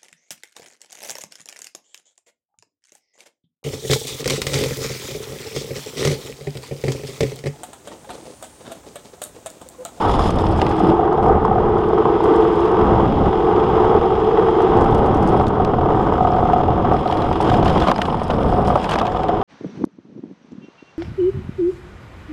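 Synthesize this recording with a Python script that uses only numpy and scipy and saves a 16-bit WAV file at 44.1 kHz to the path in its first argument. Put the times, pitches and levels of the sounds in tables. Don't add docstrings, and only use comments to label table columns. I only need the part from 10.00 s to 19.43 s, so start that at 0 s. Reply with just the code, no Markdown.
import sys
import numpy as np
from scipy import signal
from scipy.fft import rfft, irfft
from scipy.io import wavfile
from scipy.ndimage import uniform_filter1d, minimum_filter1d

SR = 44100
rng = np.random.default_rng(int(sys.argv[2]) if len(sys.argv) > 2 else 0)


def dump(signal):
    limited = np.clip(np.atleast_2d(signal).T, -1, 1)
    pcm = np.round(limited * 32767).astype(np.int16)
    wavfile.write(sys.argv[1], SR, pcm)


N = 415863
TIME = np.arange(N) / SR


# (frequency [Hz], bandwidth [Hz], gain [dB])
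LOWER_MODES = [(334.5, 46, 2.5), (370.8, 46.5, 2.5)]
UPPER_MODES = [(433.4, 54, 1.5), (460.6, 55, -4.5)]
# (time [s], frequency [Hz])
LOWER_NOTE = [(0.7, 328), (1.37, 362.6), (2.56, 338.4), (2.73, 375), (2.89, 338.9), (3.3, 378.6),
              (3.37, 357.3), (4.61, 380), (4.74, 341.5), (5.05, 377), (5.19, 324), (5.4, 325)]
UPPER_NOTE = [(0.7, 436), (0.86, 412.6), (0.93, 445.8), (1.09, 408), (1.17, 435), (2.09, 425),
              (2.49, 440.5), (2.61, 412), (2.73, 442), (2.98, 428.7), (5.03, 439.4), (5.4, 412)]
# (time [s], lower pair [dB], upper pair [dB])
DRUM_LEVELS = [(0, -29.5, -32), (.68, -24.5, -28), (.88, -15.5, -21.5), (1.1, -21.5, -20), (1.5, -25, -21),
               (1.85, -20, -18.5), (2.08, -20.5, -19), (2.35, -16, -15.5), (2.68, -16.5, -17),
               (3.2, -26, -29), (3.45, -19, -19), (3.9, -20.5, -17), (4.1, -21.5, -22), (4.3, -21.5, -16),
               (4.68, -16.5, -18.5), (4.85, -24, -22), (5.3, -21, -24), (5.55, -30, -24.5),
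               (5.95, -21.5, -22.5), (6.35, -35.5, -28.5), (6.62, -24.5, -27.5), (7.25, -27.5, -29.5),
               (7.52, -21.5, -25), (8.0, -39, -51), (8.6, -36, -25.5), (9.05, -40, -37.5),
               (9.35, -27, -24.5)]

def drumming(load):
    out = np.zeros(N)
    for column, (pair, notes) in enumerate([(LOWER_MODES, LOWER_NOTE), (UPPER_MODES, UPPER_NOTE)], 1):
        waver = np.exp(0.008 * wander(5.5))
        modes = np.zeros(N)
        for hz, width, db in pair:
            drive = grains(per_s=5000, spread_db=2) * load
            modes += gain_of(db) * resonate_twice(drive, hz * waver, width)
        drive = grains(per_s=5000, spread_db=2) * load
        note = steadied(resonate_twice(drive, curve(notes, column=1), width=24.4), span_s=0.045)
        drum = steadied(evened(modes) + gain_of(2) * note, span_s=0.095)
        out += drum * gain_of(curve(DRUM_LEVELS, column))
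    return out


SLEEVE_HZ = 736.4
# (time [s], duration [s], level [dB])
SLEEVE_SCRUBS = [(0.0, 0.047, -20.5), (0.8, 0.48, -23.5), (1.16, 0.5, -24), (2.85, 1.43, -26.5),
                 (4.62, 0.84, -23.5), (5.85, 0.2, -23), (6.19, 0.55, -28), (6.66, 0.68, -27.5),
                 (7.4, 0.38, -24.5), (8.48, 0.32, -21.5), (8.98, 0.62, -24)]

def sleeves(load, drift):
    pitch_hz = (782 * (1 - drift) + SLEEVE_HZ * drift) * np.exp(0.022 * wander(15))
    load_rise = np.maximum(np.diff(load, prepend=load[0]), 0)
    slips = evened(load_rise ** 0.64)
    drive = grains(per_s=2500, spread_db=3) * load + drift * gain_of(-2) * slips
    ring = resonate(resonate(drive, pitch_hz, width=38), pitch_hz, width=280)
    side_mode = drift * gain_of(-5) * resonate(resonate(drive, hz=567, width=61), hz=541, width=51)
    scrub = swells(SLEEVE_SCRUBS, column=2, rise_s=0.022, fall_s=0.099)
    between_scrubs = gain_of(-28)
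    return steadied(ring + side_mode, span_s=0.06) * np.hypot(between_scrubs, scrub)


# (time [s], level [dB])
SLEEVE_GRABS = [(0.802, -13), (0.993, -9.5), (1.03, -12), (1.181, -11), (1.296, -12), (1.512, -10.5),
                (1.556, -13), (1.578, -11.5), (5.598, -9), (5.783, -11.5), (5.812, -13.5), (5.886, -12),
                (6.181, -10), (6.205, -6), (6.224, -12), (6.248, -7), (6.273, -12), (6.301, -11.5),
                (6.323, -12), (6.345, -12.5), (6.365, -13), (6.388, -11.5), (6.428, -11), (6.453, -10.5),
                (6.487, -9), (6.532, -4.5), (6.56, -8), (6.582, -10), (6.602, -11), (6.684, -13.5),
                (6.718, -12.5), (6.779, -16), (6.845, -11.5), (6.942, -8), (7.057, -9), (7.122, -11.5),
                (7.515, -9), (8.7, -7)]

def grabs():
    out = np.zeros(N)
    for s, db in SLEEVE_GRABS:
        note = ping(SLEEVE_HZ, rise_s=0.004)
        upper_mode = gain_of(-10.5) * ping(hz=1230, rise_s=0.0025)
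        rasp = gain_of(-39) * scraping(pinch(rise_s=0.004))
        add(out, s, gain_of(db) * (note + upper_mode + rasp))
        add(out, s, blow(db - 11.5, ROAR_SPECTRUM, scrape=0.32, fade_s=0.004))
    return out


# (time [s], level [dB])
ROAD_BUMPS = [(0.193, -7), (0.293, -5), (0.617, -9.5), (1.228, -4), (1.933, -10.5), (2.055, -7),
              (5.398, -5), (5.736, -6), (6.124, -4), (6.914, -4.5), (7.314, -6), (7.76, -6), (7.871, -4),
              (7.8834, -5), (7.89, -2.5), (7.901, -3), (7.9157, -4.5), (7.989, -7), (8.085, -8),
              (8.217, -7.5), (8.3, -7.5), (8.756, 3.5), (8.893, -13), (8.913, -12.5), (8.959, -8),
              (8.987, -9), (9.014, -4.5)]
# (frequency [Hz], level [dB])
KNOCK_SPECTRUM = [(60, -12.5), (250, 1.5), (430, -4.5), (570, 2.5), (740, 3), (1000, 1), (1280, -4.5),
                  (1600, -22.5), (3200, -32.5), (6000, -55.5), (14000, -86)]

def bumps():
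    out = np.zeros(N)
    for s, db in ROAD_BUMPS:
        knock = blow(db, KNOCK_SPECTRUM, scrape=0.12, fade_s=0.0072)
        add(out, s, knock + gain_of(-5.5) * resonate(knock, hz=720, width=8.2))
    return out


# (time [s], level [dB], frequency [Hz])
JOINT_CLANKS = [(0.042, -10, 760), (0.44, -10, 930), (0.59, -9, 860), (0.708, -12, 796), (1.45, -4, 996),
                (1.932, -10, 794), (2.055, -10, 980), (2.205, -7.5, 900), (7.0995, -10, 900),
                (7.403, -6, 830), (7.771, -9, 900), (7.883, -8, 920), (7.9153, -13, 1160),
                (8.084, -15.5, 900)]

def clanks():
    out = np.zeros(N)
    for s, db, hz in JOINT_CLANKS:
        add(out, s, gain_of(db) * ping(hz, rise_s=0.0012))
        add(out, s + 0.0016, blow(db - 28, SKID_SPECTRUM, scrape=0.8, fade_s=0.003))
    return out


# (time [s], duration [s], gain [dB])
LANE_HEAVES = [(0.283, 0.096, -5.5), (1.047, 0.15, -1), (1.248, 0.084, 4.5), (2.326, 0.099, -0.5),
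               (2.45, 0.18, -3), (3.856, 0.28, 2.5), (3.978, 0.045, -9.5), (5.426, 0.3, -1),
               (6.95, 0.061, -4), (7.925, 0.12, -4), (8.227, 0.06, -5), (8.778, 0.085, -4),
               (9.03, 0.18, -1.5)]

def wheel_sway():
    drops = [(row[0] - 0.021, 0.021, -3.5) for row in [*ROAD_BUMPS, *JOINT_CLANKS]]
    sticks = [(s - 0.014, 0.014, -4.5) for s, _ in SLEEVE_GRABS]
    db = np.zeros(N)
    for s, length, depth in [*LANE_HEAVES, *drops, *sticks]:
        add(db, s, depth * np.sin(np.pi * np.arange(0, length, 1 / SR) / length))
    return gain_of(db + 1.02 * wander(5.6))


# (time [s], roar [dB], rasp [dB])
ROLLING_LEVELS = [(0.0, -16.5, -40), (0.5, -27.5, -44.5), (0.89, -21.5, -43.5), (1.13, -21, -46),
                  (1.5, -21, -47), (2.0, -22, -42.5), (2.35, -19, -39.5), (2.8, -18, -40),
                  (3.22, -23.5, -40), (3.4, -21.5, -40.5), (3.85, -17.5, -38.5), (4.1, -23, -40.5),
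                  (4.62, -18, -38.5), (5.6, -23, -45), (5.95, -20, -44), (6.3, -22, -43.5),
                  (7.0, -22.5, -42), (7.55, -24, -39), (8.05, -25.5, -52), (9.1, -24.5, -43.5),
                  (9.43, -22.5, -41)]
# (frequency [Hz], level [dB])
ROAR_SPECTRUM = [(100, -24.5), (300, -9.5), (490, -1), (580, -11.5), (700, 4), (770, -2), (890, 4.5),
                 (1020, -0.5), (1140, -1), (1280, -2), (1410, -14.5), (1490, -9.5), (1660, -20),
                 (2000, -22), (2600, -37), (6000, -70)]
RASP_SPECTRUM = [(700, -13), (1500, 0), (2000, 1.5), (2450, 0), (2850, 1.5), (3300, 4.5), (3900, -7),
                 (4500, -13.5), (5120, -10.5), (5600, -17.5), (7100, -22), (8200, -34.5), (9000, -25.5),
                 (11500, -49.5), (15000, -71.5)]

def rolling(load, sway, crunch):
    roar = coloured(grains(per_s=3000, spread_db=0.85) * load, ROAR_SPECTRUM)
    rasp = coloured(grains(per_s=8300, spread_db=3) * load ** 0.82, RASP_SPECTRUM)
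    roar_level = sway * np.hypot(gain_of(curve(ROLLING_LEVELS, column=1)), gain_of(14.5) * crunch)
    rasp_level = sway ** 0.076 * np.hypot(gain_of(curve(ROLLING_LEVELS, column=2)), crunch)
    return steadied(roar, span_s=0.11) * roar_level + steadied(rasp, span_s=0.19) * rasp_level


# (time [s], duration [s], thump [dB], flutter [dB])
WIND_GUSTS = [(0.05, 0.67, -20.5, -22.5), (0.8, 0.14, -35, -16.5), (1.21, 0.19, -21, -20),
              (1.38, 0.41, -25.5, -24), (2.8, 0.5, -22.5, -18), (3.45, 0.57, -28.5, -25),
              (4.12, 0.1, -29, -40), (4.7, 0.72, -23, -18), (5.42, 1.59, -26, -21.5),
              (7.12, 0.23, -28, -26.5), (7.44, 0.4, -20, -17.5), (8.07, 0.12, -32, -25),
              (8.3, 0.46, -22.5, -19.5)]
# (frequency [Hz], level [dB])
THUMP_SPECTRUM = [(10, -11.5), (25, -11), (45, -4.5), (80, -3.5), (110, -6.5), (160, -26), (400, -44.5),
                  (2000, -84.5)]
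FLUTTER_SPECTRUM = [(30, -27.5), (75, -17), (115, -0.5), (200, 1), (270, -3), (520, -6), (800, -12.5),
                    (1300, -20), (2000, -41), (6000, -73.5)]

def wind():
    thump = steadied(coloured(rng.standard_normal(N), THUMP_SPECTRUM), span_s=0.24)
    small_eddies = coloured(rng.standard_normal(N), FLUTTER_SPECTRUM)
    flutter = steadied(small_eddies * gain_of(1.2 * wander(6.6)), span_s=0.091)
    thump_level = np.hypot(gain_of(-31), swells(WIND_GUSTS, column=2, rise_s=0.098, fall_s=0.046))
    flutter_level = np.hypot(gain_of(-25), swells(WIND_GUSTS, column=3, rise_s=0.098, fall_s=0.046))
    return thump * thump_level * gain_of(1.3 * wander(3.5)) + flutter * flutter_level


# (time [s],
# relative level [dB], frequency [Hz], rise time [s])
STONE_CRACKS = [(0.596, -20.5, 3160, 0.002), (0.615, -13, 2840, 0.0021), (0.6644, -15.5, 2020, 0.0018),
                (0.7117, -20.5, 1750, .002), (5.467, -20.5, 2480, 0.0018), (5.6474, -19, 3380, 0.0014),
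                (6.533, -23, 2137, 0.0021), (6.9904, -32, 2670, 0.0033), (7.0764, -22, 4080, 0.00083),
                (7.1114, -20, 3320, .0016), (7.1248, -19, 3000, .0016), (7.1707, -23, 3400, .0016),
                (7.22, -22, 3930, 0.0018), (7.3274, -20, 3110, .0016), (7.4058, -25, 2860, .003),
                (7.443, -28, 3210, .003), (7.4866, -32, 3100, 0.0018), (7.497, -14, 3100, 0.002),
                (7.6278, -20, 2850, .0016), (7.655, -22, 2850, .004), (7.6776, -18, 3080, .003),
                (7.6956, -19, 3160, .003), (7.7276, -25, 3170, 0.0017), (7.7705, -24, 2750, .003),
                (7.8006, -18.5, 3150, 0.0017), (7.821, -30, 2800, .003), (7.832, -21, 2800, .003),
                (7.8732, -17, 3100, .002), (7.8822, -14, 3310, .002), (7.893, -18, 2230, .003),
                (7.9133, -10.5, 3450, .0014), (7.96, -17, 5000, 0.0014), (7.9803, -15.5, 1940, .0016),
                (8.0162, -6.5, 3000, 0.0018), (8.0532, -20, 2680, .0016), (8.3016, -17, 3000, 0.0034),
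                (8.7555, -21, 2900, .0012), (8.8238, -27, 1650, 0.0047), (8.8412, -16.5, 2520, 0.0023),
                (8.891, -16, 2950, .0025), (8.9115, -23, 4260, 0.0033), (8.9267, -18, 2310, 0.0025),
                (8.9346, -16, 2590, 0.0027), (8.9558, -15, 2370, 0.0017), (8.985, -14.5, 2230, 0.0022),
                (8.996, -17, 3400, .0016), (9.0138, -21, 1910, 0.0018), (9.0518, -25, 2400, .003),
                (9.067, -18, 2240, .0016), (9.077, -25, 2220, 0.0018), (9.119, -21.5, 1680, 0.002),
                (9.1697, -22, 3400, .0016), (9.233, -22.5, 2000, 0.0014), (9.2845, -23, 3600, 0.00097)]
# (frequency [Hz], level [dB])
STONE_SPECTRUM = [(200, -17.5), (800, 1.5), (1600, 12.5), (2100, 2.5), (2900, 5.5), (4000, 0.5), (5200, -7),
                  (6200, -10), (9500, -23), (12000, -27), (15000, -32.5)]

def stones(crunch, clumps):
    small = patter(hz=3000, spread_hz=1300, rise_s=0.0012, spread_db=1.5, scrape_db=-0.5, count=2400)
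    out = evened(small * clumps) * crunch * gain_of(-5)
    for s, db, hz, rise_s in STONE_CRACKS:
        crack = scraping(pinch(rise_s))
        ring = gain_of(-12.5) * ping(hz, rise_s)
        add(out, s, gain_of(db) * (crack / abs(crack).max() + ring))
    return out


# (time [s], duration [s], level [dB])
WHEEL_SKIDS = [(-0.02, 0.088, -40.5), (0.08, 0.089, -37.5), (0.185, 0.113, -37), (7.44, 0.15, -46.5),
               (7.65, 0.253, -45.5)]
# (frequency [Hz], level [dB])
SKID_SPECTRUM = [(800, -23), (1900, 4), (2500, -8), (3350, 8), (4000, -3), (4500, -8), (5120, 2),
                 (5800, -11), (7300, -9), (8200, -16), (9300, -14.5), (10000, -11.5), (11200, -27),
                 (13000, -28), (15000, -30)]

def skids():
    tearing = 0.8 + jolts(per_s=110, jitter=0.6, fade_s=0.004, spread_db=2)
    rasp = coloured(grains(per_s=9000, spread_db=1.5) * tearing, SKID_SPECTRUM)
    return steadied(rasp, span_s=0.031) * swells(WHEEL_SKIDS, column=2, rise_s=0.018, fall_s=0.02)


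# (time [s], duration [s], grit spray [dB], gravel crunch [dB])
DIRT_PATCHES = [(0.0, 0.21, -50, -43), (0.19, 0.12, -48, -42), (0.305, 0.43, -48, -44),
                (0.735, 0.19, -49.5, -43), (0.905, 0.11, -66, -61), (1.22, 0.078, -57, -52),
                (2.22, 0.48, -60, -67), (5.25, 0.18, -52, -47), (5.9, 0.72, -62, -50),
                (6.92, 0.48, -53, -54), (7.4, 0.21, -56, -38.5), (7.64, 0.286, -54, -36.5),
                (7.93, 0.9, -51, -45), (8.66, 0.39, -52, -47), (8.822, 0.039, -49, -38),
                (8.89, 0.058, -45, -31.5), (9.05, 0.2, -60, -63)]

def dirt():
    spray = swells(DIRT_PATCHES, column=2, rise_s=0.035, fall_s=0.021)
    crunch = swells(DIRT_PATCHES, column=3, rise_s=0.035, fall_s=0.021)
    return spray * gain_of(1.5 * wander(12)), crunch


# (frequency [Hz], level [dB])
GRIT_SPECTRUM = [(800, -27.5), (2000, -6), (3200, 8), (4400, 0.5), (5150, 11), (5700, 2), (7100, 5),
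                 (8000, 3.5), (10200, -8), (11300, -19.5), (13000, -13.5), (15300, -25)]

def grit(spray):
    floor = gain_of(curve(ROLLING_LEVELS, column=2) - 24)
    level = np.hypot(spray, floor)
    clumps = 0.7 + jolts(per_s=55, jitter=0.8, fade_s=0.004, spread_db=2)
    hiss = steadied(coloured(grains(per_s=1800, spread_db=2.5) * clumps, GRIT_SPECTRUM), span_s=0.062)
    dull_hiss = signal.sosfilt(signal.butter(8, 10300, fs=SR, output="sos"), hiss)
    brightness = np.clip((20 * np.log10(level) + 57) / 12, 0, 1)
    return (np.sqrt(1 - brightness) * dull_hiss + np.sqrt(brightness) * hiss) * level


# (frequency [Hz], frequency spread [Hz], relative level [dB])
PEBBLE_RINGS = [(1680, 300, -4.5), (2160, 360, 0), (3150, 1100, 2), (4350, 530, -6.5), (5150, 400, -5)]

def pebbles(level, clumps):
    clicks = np.zeros(N)
    for hz, spread_hz, db in PEBBLE_RINGS:
        clicks += gain_of(db) * patter(hz, spread_hz, rise_s=0.00039, spread_db=4, scrape_db=-1,
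                                       count=1100)
    return evened(clicks * clumps) * level * gain_of(5.5)


# (time [s], relative level [dB])
FITTING_TICKS = [(0.305, -29.5), (0.388, -36), (1.1274, -43), (1.2303, -43), (1.7814, -41), (1.8848, -46),
                 (2.239, -37.5), (2.3615, -37), (2.4101, -46), (2.532, -45), (2.555, -43), (2.6037, -42),
                 (2.6576, -44), (2.7164, -44), (4.6199, -36.5), (4.7712, -37), (4.8091, -38), (4.8196, -39),
                 (4.8435, -39), (4.8635, -44), (4.9099, -43), (4.947, -34.5), (4.9797, -39), (5.06, -39),
                 (5.07, -42), (5.1458, -37), (5.17, -42), (5.2266, -36), (5.2745, -35), (5.288, -38),
                 (5.48, -36), (7.4125, -30), (7.425, -34), (7.531, -36), (7.572, -36), (7.648, -31),
                 (8.234, -37), (8.673, -31), (8.681, -34), (8.893, -29), (8.9116, -25)]
# (frequency [Hz], level [dB])
TICK_SPECTRUM = [(1500, -31.5), (4500, 2.5), (6200, -2.5), (7400, -5.5), (8700, -7), (10300, -10),
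                 (11500, -20), (13000, -18.5), (15000, -37.5)]
# (frequency [Hz], bandwidth [Hz], gain [dB])
CLAMP_MODES = [(6430, 200, -3), (8560, 160, 7), (9800, 200, -3)]

def fittings():
    ticks = np.zeros(N)
    for s, db in FITTING_TICKS:
        add(ticks, s, blow(db, TICK_SPECTRUM, scrape=0.6, fade_s=0.0045))
    return gain_of(1.5) * ticks + sum(gain_of(db) * resonate(ticks, hz, w) for hz, w, db in CLAMP_MODES)


# (frequency [Hz], bandwidth [Hz], gain [dB])
FRAME_MODES = [(2850, 47, -6.5), (3270, 55, -11.5), (5090, 210, -7), (7070, 45, -2.5), (10090, 60, -1.5),
               (10550, 70, 4), (12930, 140, -5.5)]

def through_frame(x):
    return x + sum(gain_of(db) * resonate(x, hz, width) for hz, width, db in FRAME_MODES)


def hub(drift):
    turns_per_s = 5
    whine = evened(resonate_twice(rng.standard_normal(N), hz=9050, width=540))
    pulse_db = 3.5 * np.sin(2 * np.pi * turns_per_s * TIME) + 2.5 * wander(12)
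    return whine * (1 - drift) * gain_of(-76 + pulse_db)


def grains(per_s, spread_db):
    size = gain_of(spread_db * np.minimum(rng.exponential(1, N), 4))
    return evened(size * rng.choice([-1, 1], N) * (rng.random(N) < per_s / SR))


def jolts(per_s, jitter, fade_s, spread_db):
    cycles = np.cumsum(per_s * np.exp(jitter * wander(per_s))) / SR
    strength = gain_of(spread_db * np.clip(rng.standard_normal(N), -2, 2))
    slips = np.diff(np.floor(cycles), prepend=0) * strength
    return evened(signal.lfilter([1], [1, -np.exp(-1 / (fade_s * SR))], slips))


def patter(hz, spread_hz, rise_s, spread_db, scrape_db, count):
    rings, force = np.zeros(N), np.zeros(N)
    for when, pitch, length, luck in rng.random((count, 4)):
        s, stretch = when * N / SR, 0.5 + length
        strength = gain_of(-spread_db * np.log(luck + 0.02))
        add(rings, s, strength * ping(hz + spread_hz * (pitch - 0.5), rise_s * stretch, size=400))
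        add(force, s, strength * pinch(rise_s=0.00063 * stretch, size=400))
    return evened(evened(rings) + gain_of(scrape_db) * evened(scraping(force)))


def blow(db, spectrum, scrape, fade_s, size=3000):
    t = np.arange(size) / SR
    hit = coloured((t == 0) + scrape * rng.standard_normal(size) * np.exp(-t / fade_s), spectrum)
    return gain_of(db) * hit / abs(hit).max()


def scraping(force):
    return coloured(force * rng.standard_normal(len(force)), STONE_SPECTRUM)


def pinch(rise_s, size=2400):
    u = np.arange(size) / (rise_s * SR)
    return u * np.exp(1 - u)


def ping(hz, rise_s, size=2400):
    return pinch(rise_s, size) * np.sin(2 * np.pi * hz * np.arange(size) / SR)


def resonate(x, hz, width):
    turn = np.exp(2j * np.pi * np.cumsum(hz * np.ones(len(x))) / SR)
    decay = np.exp(-np.pi * width / SR)
    return 2 * (turn * signal.lfilter([1 - decay], [1, -decay], x / turn)).real


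def resonate_twice(x, hz, width):
    return resonate(resonate(x, hz, width), hz, width)


def coloured(x, spectrum, size=4096):
    hz, db = np.transpose(spectrum)
    log_hz = np.log(abs(np.fft.fftfreq(size, 1 / SR)) + 1)
    log_gain = np.log(gain_of(np.interp(log_hz, np.log(hz), db)))
    response = np.fft.ifft(np.exp(np.conj(signal.hilbert(log_gain)))).real[:size // 2]
    return signal.oaconvolve(x, response / np.linalg.norm(response))[:len(x)]


def wander(hz):
    ratio = np.fft.rfftfreq(N, 1 / SR) / hz
    return evened(irfft(rfft(rng.standard_normal(N)) * ratio / (1 + ratio ** 2) ** 2, N))


def swells(rows, column, rise_s, fall_s):
    power = np.zeros(N)
    for row in rows:
        start, end = row[0], row[0] + row[1]
        shape = np.clip(np.minimum((TIME - start) / rise_s, (end - TIME) / fall_s) + 0.5, 0, 1)
        power += (shape * gain_of(row[column])) ** 2
    return np.sqrt(power)


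def curve(rows, column):
    rows = np.asarray(rows)
    return np.interp(TIME, rows[:, 0], rows[:, column])


def steadied(x, span_s):
    return x / np.sqrt(abs(uniform_filter1d(x ** 2, int(span_s * SR) + 1)) + 1e-9)


def evened(x):
    return x / np.sqrt(np.mean(x ** 2) + 1e-20)


def gain_of(db):
    return 10 ** (np.asarray(db) / 20)


def add(mix, s, sound):
    part = mix[max(round(s * SR), 0):][:len(sound)]
    part += sound[:len(part)]


# (start [s], end [s])
SWING_S = [5.2, 6.2]

def scene():
    drift = np.interp(TIME, SWING_S, [0, 1])
    judder = 0.25 + 0.15 * drift
    load = 1 - judder + judder * jolts(per_s=41, jitter=0.33, fade_s=0.0052, spread_db=6)
    sway = wheel_sway()
    spray, crunch = dirt()
    fling = gain_of(4 * (drift - 0.5))
    clumps = gain_of(7.2 * wander(35))
    contact = (rolling(load, sway, crunch) + grit(spray) + pebbles(spray * fling, clumps)
               + stones(crunch * fling, clumps) + fittings())
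    wheels = sway * (drumming(load ** 0.7) + sleeves(load, drift)) + hub(drift)
    frame = gain_of(-2) * through_frame(contact)
    return (wheels + frame + wind() + bumps() + grabs() + clanks() + skids())[None]


def record(dry):
    ceiling, cutoff_hz = gain_of(-0.5), 15400
    needed_gain = np.minimum(1, ceiling / (abs(dry[0]) + 1e-9))
    limited = dry * uniform_filter1d(minimum_filter1d(needed_gain, size=200), size=200)
    low_pass = signal.firwin(511, cutoff_hz, window=("kaiser", 9), fs=SR)
    return signal.oaconvolve(limited, low_pass[None], "same")


dry = scene()
out = record(dry)
dump(out)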